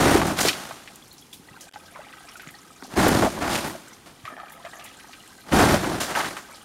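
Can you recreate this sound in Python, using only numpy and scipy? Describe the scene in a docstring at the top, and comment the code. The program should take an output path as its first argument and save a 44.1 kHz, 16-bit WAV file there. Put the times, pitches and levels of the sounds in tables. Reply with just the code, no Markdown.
"""Inside a nylon tent, over a soft outdoor wash. At 0 s a rush of water drums the slack fabric,
patters and sprays; single gouts slap it harder. Runoff then gurgles, plops and drips on the
groundsheet; the sound stutters at 1.7 s. A second rush lands at 2.9 s. From 4.2 s a water-filled
fold drains in gulps, and a faint whistle follows. The third rush lands at 5.5 s and runs off."""
import sys
import numpy as np
from scipy import signal
from scipy.fft import rfft, irfft
from scipy.io import wavfile
from scipy.ndimage import uniform_filter1d

SR = 44100
rng = np.random.default_rng(int(sys.argv[2]) if len(sys.argv) > 2 else 0)


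def materialize(psi):
    """Save the field psi as 16-bit PCM at rate SR to the path in sys.argv[1].

    A 1-D psi becomes a single channel; in a 2-D psi each row is a channel.
    """
    bounded = np.clip(np.atleast_2d(psi).T, -1, 1)
    quanta = np.round(bounded * 32767).astype(np.int16)
    wavfile.write(sys.argv[1], SR, quanta)


N = 292881
TIME_S = np.arange(N) / SR
BINS_HZ = np.fft.rfftfreq(4096, 1 / SR)

# Table levels are relative within a layer.
# sheets of water, several per rush: t/s, rise/s, hold/s, level/dB, brightness/dB, froth/dB, fall/(dB/s)
WATER_SHEETS = [ (-.01, 0.017, 0.16, -20.5, 0, 3.5, 298), (0.181, 0.012, 0.12, -28, -2, 3, 244),
                (0.361, 0.037, .012, -24, 4.5, 4.5, 200), (.437, 0.01, 0.034, -26, 6.5, 2.5, 257),
                (0.526, 0.019, 0.091, -42, 4.5, 6.5, 72), (2.881, 0.053, .02, -43, 3, 7, 200),
                (2.953, 0.036, 0.099, -21.5, -.5, 4, 400), (3.093, 0.023, 0.069, -22.5, -1.5, 1, 143),
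                (3.216, 0.0052, 0.035, -25, -2.5, 3.5, 500), (3.312, 0.026, 0.098, -43.5, -7, 4, 150),
                (3.394, 0.024, 0.14, -31.5, 0.5, 7.5, 123), (3.464, 0.078, 0.015, -39, 13.5, -8, 137),
                (3.624, 0.018, 0.018, -32.5, 0, 4, 142), (4.056, 0.0077, 0.0042, -48, 3.5, 4.5, 154.5),
                (5.446, 0.06, .008, -42.5, 2.5, 6.5, 200), (5.512, 0.028, .11, -19.5, -1.5, 2.5, 157),
                (5.563, 0.033, 0.023, -26, 3.5, 11.5, 200), (5.668, 0.021, 0.06, -23, 0, 4, 243),
                (5.787, 0.044, 0.13, -31.5, -1.5, 3.5, 206), (5.999, 0.007, 0.0085, -29, 6, 6, 200),
                (6.063, 0.036, 0.02, -35.5, 4, 9.5, 150), (6.147, 0.021, 0.023, -34, 7, 13, 117),
                (6.235, 0.017, 0.016, -35.5, 3, 3, 134), ]
# voices of a sheet: offset/dB, brightness share, froth share, drizzle/dB
DRUM = (2.5, -1, 0, -27)
PATTER = (-1.5, -0.46, 1, -19)
CHURN = (-3, -0.11, 1, -15)
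SPRAY = (-5.5, 1.17, 0, -11.5)
# spectrum of one drop on wet fabric: f/Hz, level/dB
FABRIC_SPECTRUM = [(15, -17), (25, -20), (59, -5), (144, -1), (255, -3.5), (371, -6.5), (473, -10.5),
                   (769, -6), (1120, -6), (1640, -13), (2520, -22.5), (7830, -28.5), (8970, -29),
                   (14200, -37.5), (15800, -46)]
# wall resonances and hollows: f/Hz, width/Hz, level/dB
WALL_MODES = [(335, 80, 3), (444, 39, -2), (756, 510, 0.5), (1630, 300, 0)]
# gouts slapping the fabric: t/s, level/dB, f/Hz, t60/s
GOUT_SLAPS = [(.061, -3, 338, 0.069), (.153, -2.5, 362, 0.056), (.216, -9, 900, 0.053),
              (.267, -21, 6900, 0.14), (.307, -21, 804, 0.051), (.389, -10.5, 1760, 0.01),
              (.405, -11, 6160, .2), (.451, -9, 460, 0.079), (.4845, -5.5, 2750, 0.055),
              (.53, -19.5, 2950, .052), (.7095, -24, 990, 0.043), (2.824, -29.5, 928, 0.04),
              (2.847, -40, 900, 0.045), (2.938, -26, 175, .05), (2.964, -21, 696, 0.063),
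              (2.981, -12.5, 203, .05), (3.066, -7, 520, 0.029), (3.08, -14, 400, 0.016),
              (3.082, -15, 11000, 0.035), (3.163, -14.5, 910, 0.031), (3.2248, -12, 890, 0.023),
              (3.235, -8.5, 365, 0.041), (3.252, -14, 720, .076), (3.376, -22, 770, 0.071),
              (3.553, -15.5, 2440, 0.048), (3.67, -31, 9880, 0.3), (5.491, -27.5, 740, .05),
              (5.522, -15.5, 1430, 0.057), (5.534, -10, 247, 0.095), (5.612, -11, 727, .07),
              (5.731, -15, 133, 0.2), (5.743, -9.5, 660, 0.053), (5.7435, -10, 3870, 0.016),
              (5.843, -18.5, 1160, .06), (5.876, -16.5, 245, .044), (5.918, -18, 576, 0.044),
              (6.004, -22.5, 6000, 0.36), (6.151, -13.5, 1380, 0.095), (6.2, -16, 1500, 0.077),
              (6.245, -19.5, 1700, 0.13), (6.367, -21.5, 1360, .12)]
# drips on the groundsheet: t/s, level/dB, f/Hz, t60/s
FLOOR_DRIPS = [(.876, -28, 2150, 0.039), (.958, -31.5, 7900, 0.021), (1.08, -40.5, 8000, .06),
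               (1.128, -38, 12000, 0.088), (1.181, -38, 5460, 0.19), (1.329, -33.5, 3600, 0.14),
               (1.332, -35, 9200, 0.17), (1.609, -32, 6600, 0.19), (1.737, -35, 3380, 0.07),
               (1.759, -32.5, 1630, 0.044), (1.86, -38.5, 4300, 0.1), (1.956, -29, 1050, 0.19),
               (2.128, -38, 2600, .15), (2.286, -35.5, 2180, 0.15), (2.368, -36.5, 6840, 0.078),
               (2.397, -32.5, 2020, 0.16), (2.473, -28.5, 1790, 0.027), (2.488, -33, 2050, .068),
               (2.508, -39, 10000, 0.055), (2.835, -34.5, 4900, 0.32), (3.881, -39, 7000, 0.056),
               (3.932, -41, 5840, 0.1), (4.253, -28, 2050, 0.15), (4.401, -30.5, 1380, .03),
               (4.497, -37, 8000, 0.11), (4.52, -37, 10500, 0.12), (4.65, -31.5, 2080, .07),
               (4.7325, -33.5, 907, .042), (4.796, -32, 2600, 0.1), (4.841, -32.5, 8500, 0.14),
               (4.858, -32.5, 2630, 0.29), (4.999, -36, 2350, 0.068), (5.1315, -31, 2360, 0.11),
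               (6.367, -31.5, 6900, 0.31), (6.555, -35, 3950, 0.11)]
# bumps of the slack floor: t/s, level/dB, f/Hz, t60/s
FLOOR_BUMPS = [(1.398, -40, 170, 0.058), (1.513, -41.5, 138, .08), (2.4725, -33.5, 167, 0.023),
               (2.826, -34, 246, 0.16), (2.88, -39, 280, .07), (4.239, -39.5, 106, .06),
               (4.325, -36.5, 275, 0.18)]
# single bubble plops and small ringing droplets: t/s, level/dB, f/Hz
PLOPS_AND_PINGS = [(1.024, -40, 3320), (1.114, -36.5, 4170), (1.181, -41, 5250), (1.223, -39, 3280),
                   (1.329, -32, 3430), (1.486, -36.5, 1900), (1.565, -37, 1360), (1.669, -38.5, 755),
                   (1.739, -38, 820), (1.759, -26.5, 802), (1.99, -30.5, 586), (2.002, -33, 800),
                   (2.066, -35.5, 790), (2.135, -35, 1520), (2.355, -30.5, 1410), (2.396, -32, 1480),
                   (2.432, -35, 1360), (2.465, -36, 1250), (2.541, -34.5, 1820), (2.704, -36.5, 1230),
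                   (2.846, -30, 755), (3.226, -10, 807), (3.253, -17, 746), (3.263, -10.5, 685),
                   (3.272, -12, 630), (3.749, -28, 620), (3.882, -38, 7600), (3.932, -39, 5900),
                   (4.252, -30, 1110), (4.277, -21, 1220), (4.374, -32, 764), (4.4, -36, 1240),
                   (4.432, -31, 770), (4.648, -28, 644), (4.664, -30.5, 650), (4.734, -32, 1850),
                   (5.043, -36, 855), (5.093, -39, 764), (6.171, -11, 890), (6.202, -15.5, 834)]
# runoff, one curve after each rush: t/s, gurgle level/dB, fizz level/dB
EARLY_RUNOFFS = [
    [(0.9, -50.5, -51), (1.07, -67, -55.5), (1.312, -73, -54), (1.544, -51, -56.5), (1.704, -52.5, -54),
     (2.09, -48.5, -53.5), (2.294, -49, -49), (2.658, -56, -52), (2.88, -53.5, -52.5)],
    [(3.85, -51, -64), (4.064, -63, -73), (4.288, -56, -50.5), (4.428, -49, -83), (4.54, -47.5, -60),
     (4.696, -50.5, -50), (4.808, -49.5, -51), (5.316, -53, -49), (5.46, -53, -52)],
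]
FINAL_RUNOFF = [(6.42, -52, -68), (6.514, -48, -49), (6.64, -53.5, -52)]
RUNOFF_CURVES = EARLY_RUNOFFS + [FINAL_RUNOFF]
GURGLE_COLUMN, FIZZ_COLUMN = 1, 2
# spread of bubble pitches: f/Hz, level/dB
GURGLE_SPECTRUM = [(240, -14), (400, -20), (505, -5.5), (644, -6.5), (993, -15), (1250, -4.5), (1450, -6),
                   (1950, -6.5), (5000, -11.5), (6500, -49), (11000, -120)]
# resonances of a water-filled fold: f/Hz, width/Hz, level/dB
FOLD_MODES = [(696, 180, -2), (1220, 160, 0), (1750, 180, -2.5), (2360, 170, -14), (3200, 180, -17),
              (3700, 170, -26)]
# gulps leaving the fold: t/s, hold/s, level/dB, fall/(dB/s)
FOLD_GULPS = [(4.24, .01, -44, 400), (4.29, 0.096, -42.5, 94), (4.64, 0.016, -44.5, 250),
              (4.73, 0.068, -46.5, 112)]
# outdoor wash: f/Hz, level/dB
WASH_SPECTRUM = [(15, -50), (25, -3.5), (284, 4), (392, 0.5), (654, -10.5), (791, -2), (1090, -6),
                 (1250, -7.5), (1390, -8), (2520, -11), (3220, -8.5), (4570, -13), (9990, -14),
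                 (14200, -20), (15800, -27)]
# far whistle: t/s, level/dB
WHISTLE_CURVE = [(4.7, -77), (4.95, -64), (5.2, -64), (5.45, -65), (5.55, -73)]
# brief level dips: start/s, end/s
STUTTER_GAPS = [(1.694, 1.7125), (1.7145, 1.7235), (1.7265, 1.734)]


def amp(db):
    return 10 ** (np.asarray(db) / 20)


def unit_rms(x):
    return x / np.sqrt(np.mean(x ** 2) + 1e-20)


def spectrum(points):
    """Gain per bin, interpolated over log frequency."""
    hz, db = np.transpose(points)
    return amp(np.interp(np.log(BINS_HZ + 1), np.log(hz + 1), db))


def lowpass(hz, order):
    return 1 / np.sqrt(1 + (BINS_HZ / hz) ** (2 * order))


def highpass(hz, order):
    return np.sqrt(1 - lowpass(hz, order) ** 2)


def resonance(hz, width_hz):
    return 1 / (1 + (2 * (BINS_HZ - hz) / width_hz) ** 2)


def colour(x, gain):
    """Minimum-phase filter, peak gain 1: sharp attack, then ringing."""
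    log_gain = np.log(np.maximum(gain / gain.max(), 1e-5))
    mirrored = np.concatenate([log_gain, log_gain[-2:0:-1]])
    taps = np.fft.ifft(np.exp(np.conj(signal.hilbert(mirrored)))).real
    return signal.oaconvolve(x, taps)[:len(x)]


def envelope(curves, column):
    """Gain per sample from a dB column; silent outside the curves."""
    gains = [amp(np.interp(TIME_S, rows[:, 0], rows[:, column], left=-200, right=-200))
             for rows in map(np.array, curves)]
    return uniform_filter1d(sum(gains), size=128)


def swell(start_s, rise_s, hold_s, fall_db_per_s):
    """Rise, hold, fall; one gain per 32 samples."""
    t = np.maximum(TIME_S[::32] - start_s, 0)
    return np.minimum(t / rise_s, 1) * amp(-fall_db_per_s * np.maximum(t - rise_s - hold_s, 0))


def power_sum(swells):
    """Swells added in power; one gain per sample."""
    return np.interp(TIME_S, TIME_S[::32], np.sqrt(sum(gain ** 2 for gain in swells)))


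def add(mix, start_s, sound):
    part = mix[max(round(start_s * SR), 0):][:len(sound)]
    part += sound[:len(part)]


def steady(x, samples):
    """Evens out the level, keeps the finer grain."""
    power = uniform_filter1d(uniform_filter1d(x ** 2, samples), samples)
    return x / np.sqrt(np.abs(power) + 1e-3 * np.mean(x ** 2))


def wander(cutoff_hz):
    """Slow noise, rms 1."""
    hz = np.fft.rfftfreq(N, 1 / SR)
    return unit_rms(irfft(rfft(rng.standard_normal(N)) / (1 + (hz / cutoff_hz) ** 4), N))


def impacts(per_s, spread_db):
    """Random impulses: many small, few large."""
    size = amp(spread_db * np.minimum(rng.exponential(1, N), 4))
    return size * rng.choice([-1, 1], N) * (rng.random(N) < per_s / SR)


def shimmer(x, depth_db, patch_hz=700, patch_s=.008):
    """Each splash favours its own pitches: brief random patches of colour."""
    frames = signal.stft(x, nperseg=256)[2]
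    across_bins = signal.windows.gaussian(21, patch_hz * 256 / SR / np.e)
    across_frames = signal.windows.gaussian(21, patch_s * SR / 128 / np.e)
    blur = np.outer(across_bins, across_frames)
    patches = unit_rms(signal.fftconvolve(rng.standard_normal(frames.shape), blur, "same"))
    return unit_rms(signal.istft(frames * amp(depth_db * patches), nperseg=256)[1][:N])


def rushes(heave_hz=130, drum_hz=450, churn_hz=1100, spray_hz=2500, clump_db=3, spray_clump_db=1):
    """Drops land in clumps: heavy ones drum, lighter ones patter and churn in air, the finest hiss."""
    clumps = wander(51)
    heavy = unit_rms(impacts(1300, 2.9) * amp(clump_db * clumps))
    light = heavy + amp(8.5) * unit_rms(impacts(4500, 4.1) * amp(clump_db * clumps))
    fine = unit_rms(impacts(20000, 4.2)) * amp(spray_clump_db * clumps) + amp(-3.5) * heavy
    trapped_air = froth(514.5, 2880, per_s=900, cycles=18.7, spread_db=6.3, octaves_per_s=23.8)
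    wet = light + amp(-10.5) * trapped_air
    modes_db = sum(db * resonance(hz, width_hz) for hz, width_hz, db in WALL_MODES)
    wall = spectrum(FABRIC_SPECTRUM) * amp(modes_db)
    heave = steady(colour(heavy, wall * lowpass(heave_hz, 3)), samples=2200)
    drum = steady(colour(heavy, wall * highpass(heave_hz, 3) * lowpass(drum_hz, 4)), samples=900)
    patter = steady(colour(wet, wall * highpass(drum_hz, 4) * lowpass(churn_hz, 4)), samples=700)
    churn = steady(colour(wet, wall * highpass(churn_hz, 4) * lowpass(spray_hz, 4)), samples=700)
    spray = steady(colour(shimmer(fine, depth_db=0.8), wall * highpass(spray_hz, 4)), samples=800)
    load = sheet_flow(*DRUM)
    sway = (load / amp(-20)) ** 0.16  # a heavy load sets the whole wall heaving
    return ((drum + amp(-6.5) * sway * heave) * load + patter * sheet_flow(*PATTER)
            + churn * sheet_flow(*CHURN) + spray * sheet_flow(*SPRAY))


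def sheet_flow(offset_db, bright_share, froth_share, drizzle_db):
    """Gain of one voice under all sheets and the stray drops behind them."""
    swells = []
    for start_s, rise_s, hold_s, db, bright_db, froth_db, fall_db_per_s in WATER_SHEETS:
        gain = amp(db + bright_share * bright_db + froth_share * froth_db)
        swells.append(gain * swell(start_s, rise_s, hold_s, fall_db_per_s))
        swells.append(amp(db + drizzle_db) * swell(start_s, rise_s + hold_s, 0, fall_db_per_s=37))
    return amp(offset_db) * power_sum(swells)


def splats(rows, sharpness, burst_gain, grains_per_cycle):
    """A blow and its dying droplet burst ring a patch of fabric; brighter bursts are denser."""
    out, t = np.zeros(N), np.arange(0, .2, 1 / SR)
    for start_s, db, hz, t60_s in rows:
        burst = rng.uniform(-1.52, 1, len(t)) * (rng.random(len(t)) < grains_per_cycle * hz / SR)
        burst *= burst_gain * np.exp(-np.log(1000) * t / t60_s)
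        burst[0] = 1  # first contact
        detune = (BINS_HZ + 1) / hz - hz / (BINS_HZ + 1)
        blow = colour(burst, 1 / (1 + (sharpness * detune) ** 2))
        add(out, start_s, amp(db) * blow / np.abs(blow).max())
    return out


def mist(low_hz=5200, high_hz=13500, bright_share=.8):
    """Droplets thrown up by each sheet crackle down after it."""
    drops = shimmer(impacts(5000, 3.2), depth_db=2.5)
    crackle = steady(colour(drops, highpass(low_hz, 2) * lowpass(high_hz, 4)), samples=1400)
    falling = power_sum(
        amp(db + bright_share * bright_db) * swell(start_s + rise_s, .13, 0, fall_db_per_s=32)
        for start_s, rise_s, _, db, bright_db, _, _ in WATER_SHEETS)
    return amp(-22) * crackle * falling


def bubble(hz, t60_s, octaves_per_s, attack_cycles=1):
    """An air pocket rings, rising in pitch as it nears the surface."""
    t = np.arange(0, np.clip(t60_s, .004, .2), 1 / SR)
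    turns = hz * np.cumsum(2 ** np.clip(octaves_per_s * t, -1, 1)) / SR
    attack = 1 - np.exp(-(turns / attack_cycles) ** 2)
    ring = np.sin(2 * np.pi * turns) * attack * np.exp(-np.log(1000) * t / t[-1])
    return ring / np.abs(ring).max()


def froth(low_hz, high_hz, per_s, cycles, spread_db, octaves_per_s, sizes=36):
    """Bubbles of many sizes, each ringing for a similar number of cycles."""
    out = np.zeros(N)
    for hz in np.geomspace(low_hz, high_hz, sizes) * rng.uniform(.96, 1.04, sizes):
        ring = bubble(hz, cycles / hz * rng.uniform(.5, 1.5), octaves_per_s * rng.uniform(0, 2))
        for when, rank, sign in rng.random((int(per_s * N / SR / sizes), 3)):
            gain = np.sign(sign - .5) * amp(-spread_db * np.log(rank + .03))
            add(out, when * N / SR, gain * ring)
    return unit_rms(out)


def runoff_events(column, per_s, low_hz, high_hz, spread_db):
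    """Random rows (t/s, level/dB, f/Hz) following the runoff level; the faintest are dropped."""
    when, pitch, rank = rng.random((int(per_s * N / SR), 3)).T
    flow = envelope(RUNOFF_CURVES, column)[(when * N).astype(int)]
    db = 20 * np.log10(flow) + 6.5 - spread_db * np.log(rank + .1)
    hz = low_hz * (high_hz / low_hz) ** pitch
    return np.transpose([when * N / SR, db, hz])[db > -70]


def plops(t60_s=0.032, octaves_per_s=6.2, satellite_db=-8):
    """Single bubbles plop and small droplets ring; each sheds a smaller, higher bubble."""
    out = np.zeros(N)
    scattered = runoff_events(GURGLE_COLUMN, per_s=28, low_hz=750, high_hz=2730, spread_db=3.5)
    for start_s, db, hz in [*PLOPS_AND_PINGS, *scattered]:
        add(out, start_s, amp(db) * bubble(hz, t60_s, octaves_per_s, attack_cycles=1.84))
        satellite = bubble(hz * rng.uniform(1.27, 1.93), 0.22 * t60_s, 3 * octaves_per_s)
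        add(out, start_s + rng.uniform(0, .018), amp(db + satellite_db) * satellite)
    return amp(-4) * out


def ticks(t60_s=0.063):
    """Tiny droplets ping during runoff."""
    drops = runoff_events(FIZZ_COLUMN, per_s=26, low_hz=2880, high_hz=12050, spread_db=3)
    rows = [(*drop, t60_s) for drop in drops]
    return splats(rows, sharpness=6.4, burst_gain=0.48, grains_per_cycle=0.35)


def gurgle():
    """Small bubbles ring in running water."""
    shape = spectrum(GURGLE_SPECTRUM)
    bubbles = froth(502, 4200, per_s=520, cycles=36, spread_db=4.1, octaves_per_s=32.8)
    water = unit_rms(colour(bubbles, shape * highpass(710, 1)))
    water += amp(-11) * unit_rms(colour(impacts(1200, 2.3), shape * highpass(630, 3)))
    return amp(-1.5) * steady(reflections(water), samples=2000) * envelope(RUNOFF_CURVES, GURGLE_COLUMN)


def fizz():
    """Fine droplets crackle and ping in the runoff."""
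    drops = shimmer(impacts(3500, 0.87) * amp(2 * wander(90)), depth_db=-1.5)
    crackle = unit_rms(colour(drops, highpass(2900, 2) * lowpass(10000, 4)))
    pings = froth(3050, 14100, per_s=180, cycles=49, spread_db=3.1, octaves_per_s=13)
    crackle += amp(-15.5) * unit_rms(reflections(pings))
    return amp(-6) * steady(crackle, samples=2000) * envelope(RUNOFF_CURVES, FIZZ_COLUMN)


def draining_fold(rise_s=0.011):
    """A hollow fold rings as water gulps out."""
    hollow = sum(amp(db) * resonance(hz, width_hz) for hz, width_hz, db in FOLD_MODES)
    ring = colour(impacts(400, 3.2), hollow)
    gulps = power_sum(amp(db) * swell(start_s, rise_s, hold_s, fall_db_per_s)
                      for start_s, hold_s, db, fall_db_per_s in FOLD_GULPS)
    return steady(ring, samples=900) * gulps


def reflections(x, wet_db=-7, t60_s=0.081, echoes_per_s=2500):
    """Close tent walls add a short spatter of echoes."""
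    t = np.arange(0, .15, 1 / SR)
    taps = rng.standard_normal(len(t)) * (rng.random(len(t)) < echoes_per_s / SR) * (t > .002)
    taps *= np.exp(-np.log(1000) * t / t60_s)
    return x + amp(wet_db) * signal.oaconvolve(x, taps / np.linalg.norm(taps))[:N]


def wash(crossover_hz=900, trickle_db=-2, level_db=-53):
    """Steady outdoor air below, trickle of the wet walls above."""
    air = colour(rng.standard_normal(N), lowpass(crossover_hz, 2))
    trickle = colour(shimmer(impacts(9000, 1.5), depth_db=2.5), highpass(crossover_hz, 2))
    return amp(level_db) * unit_rms(colour(air + amp(trickle_db) * trickle, spectrum(WASH_SPECTRUM)))


def whistle(hz=4150, width_hz=170):
    """Faint, far whistle of narrow-band noise."""
    ring = colour(rng.standard_normal(N), resonance(hz, width_hz))
    return amp(-2) * unit_rms(ring) * envelope([WHISTLE_CURVE], column=1)


def scene():
    """Mono mix at the middle of the tent."""
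    blows = splats(GOUT_SLAPS, sharpness=0.99, burst_gain=0.94, grains_per_cycle=2.5)
    blows += splats(FLOOR_DRIPS, sharpness=1.13, burst_gain=0.99, grains_per_cycle=1.2)
    blows += splats(FLOOR_BUMPS, sharpness=1.3, burst_gain=0.6, grains_per_cycle=1.8)
    near = reflections(blows + plops() + ticks(), wet_db=-10.5, t60_s=0.05)
    return (rushes() + near + gurgle() + fizz() + draining_fold() + wash() + whistle())[None]


def record(dry, dip_db=-22, notch_hz=7870, ceiling=0.51, cutoff_hz=15850):
    """Brief stutter, narrow notch, soft clip, band limit."""
    in_gap = sum((TIME_S > start_s) & (TIME_S < end_s) for start_s, end_s in STUTTER_GAPS)
    x = dry * amp(dip_db * uniform_filter1d(in_gap.astype(float), size=40))
    x = signal.lfilter(*signal.iirnotch(notch_hz, Q=55, fs=SR), x)
    x = ceiling * np.tanh(x / ceiling)
    taps = signal.firwin(511, cutoff_hz, window=("kaiser", 9), fs=SR)
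    return signal.oaconvolve(x, taps[None], "same")


dry = scene()
out = record(dry)
materialize(out)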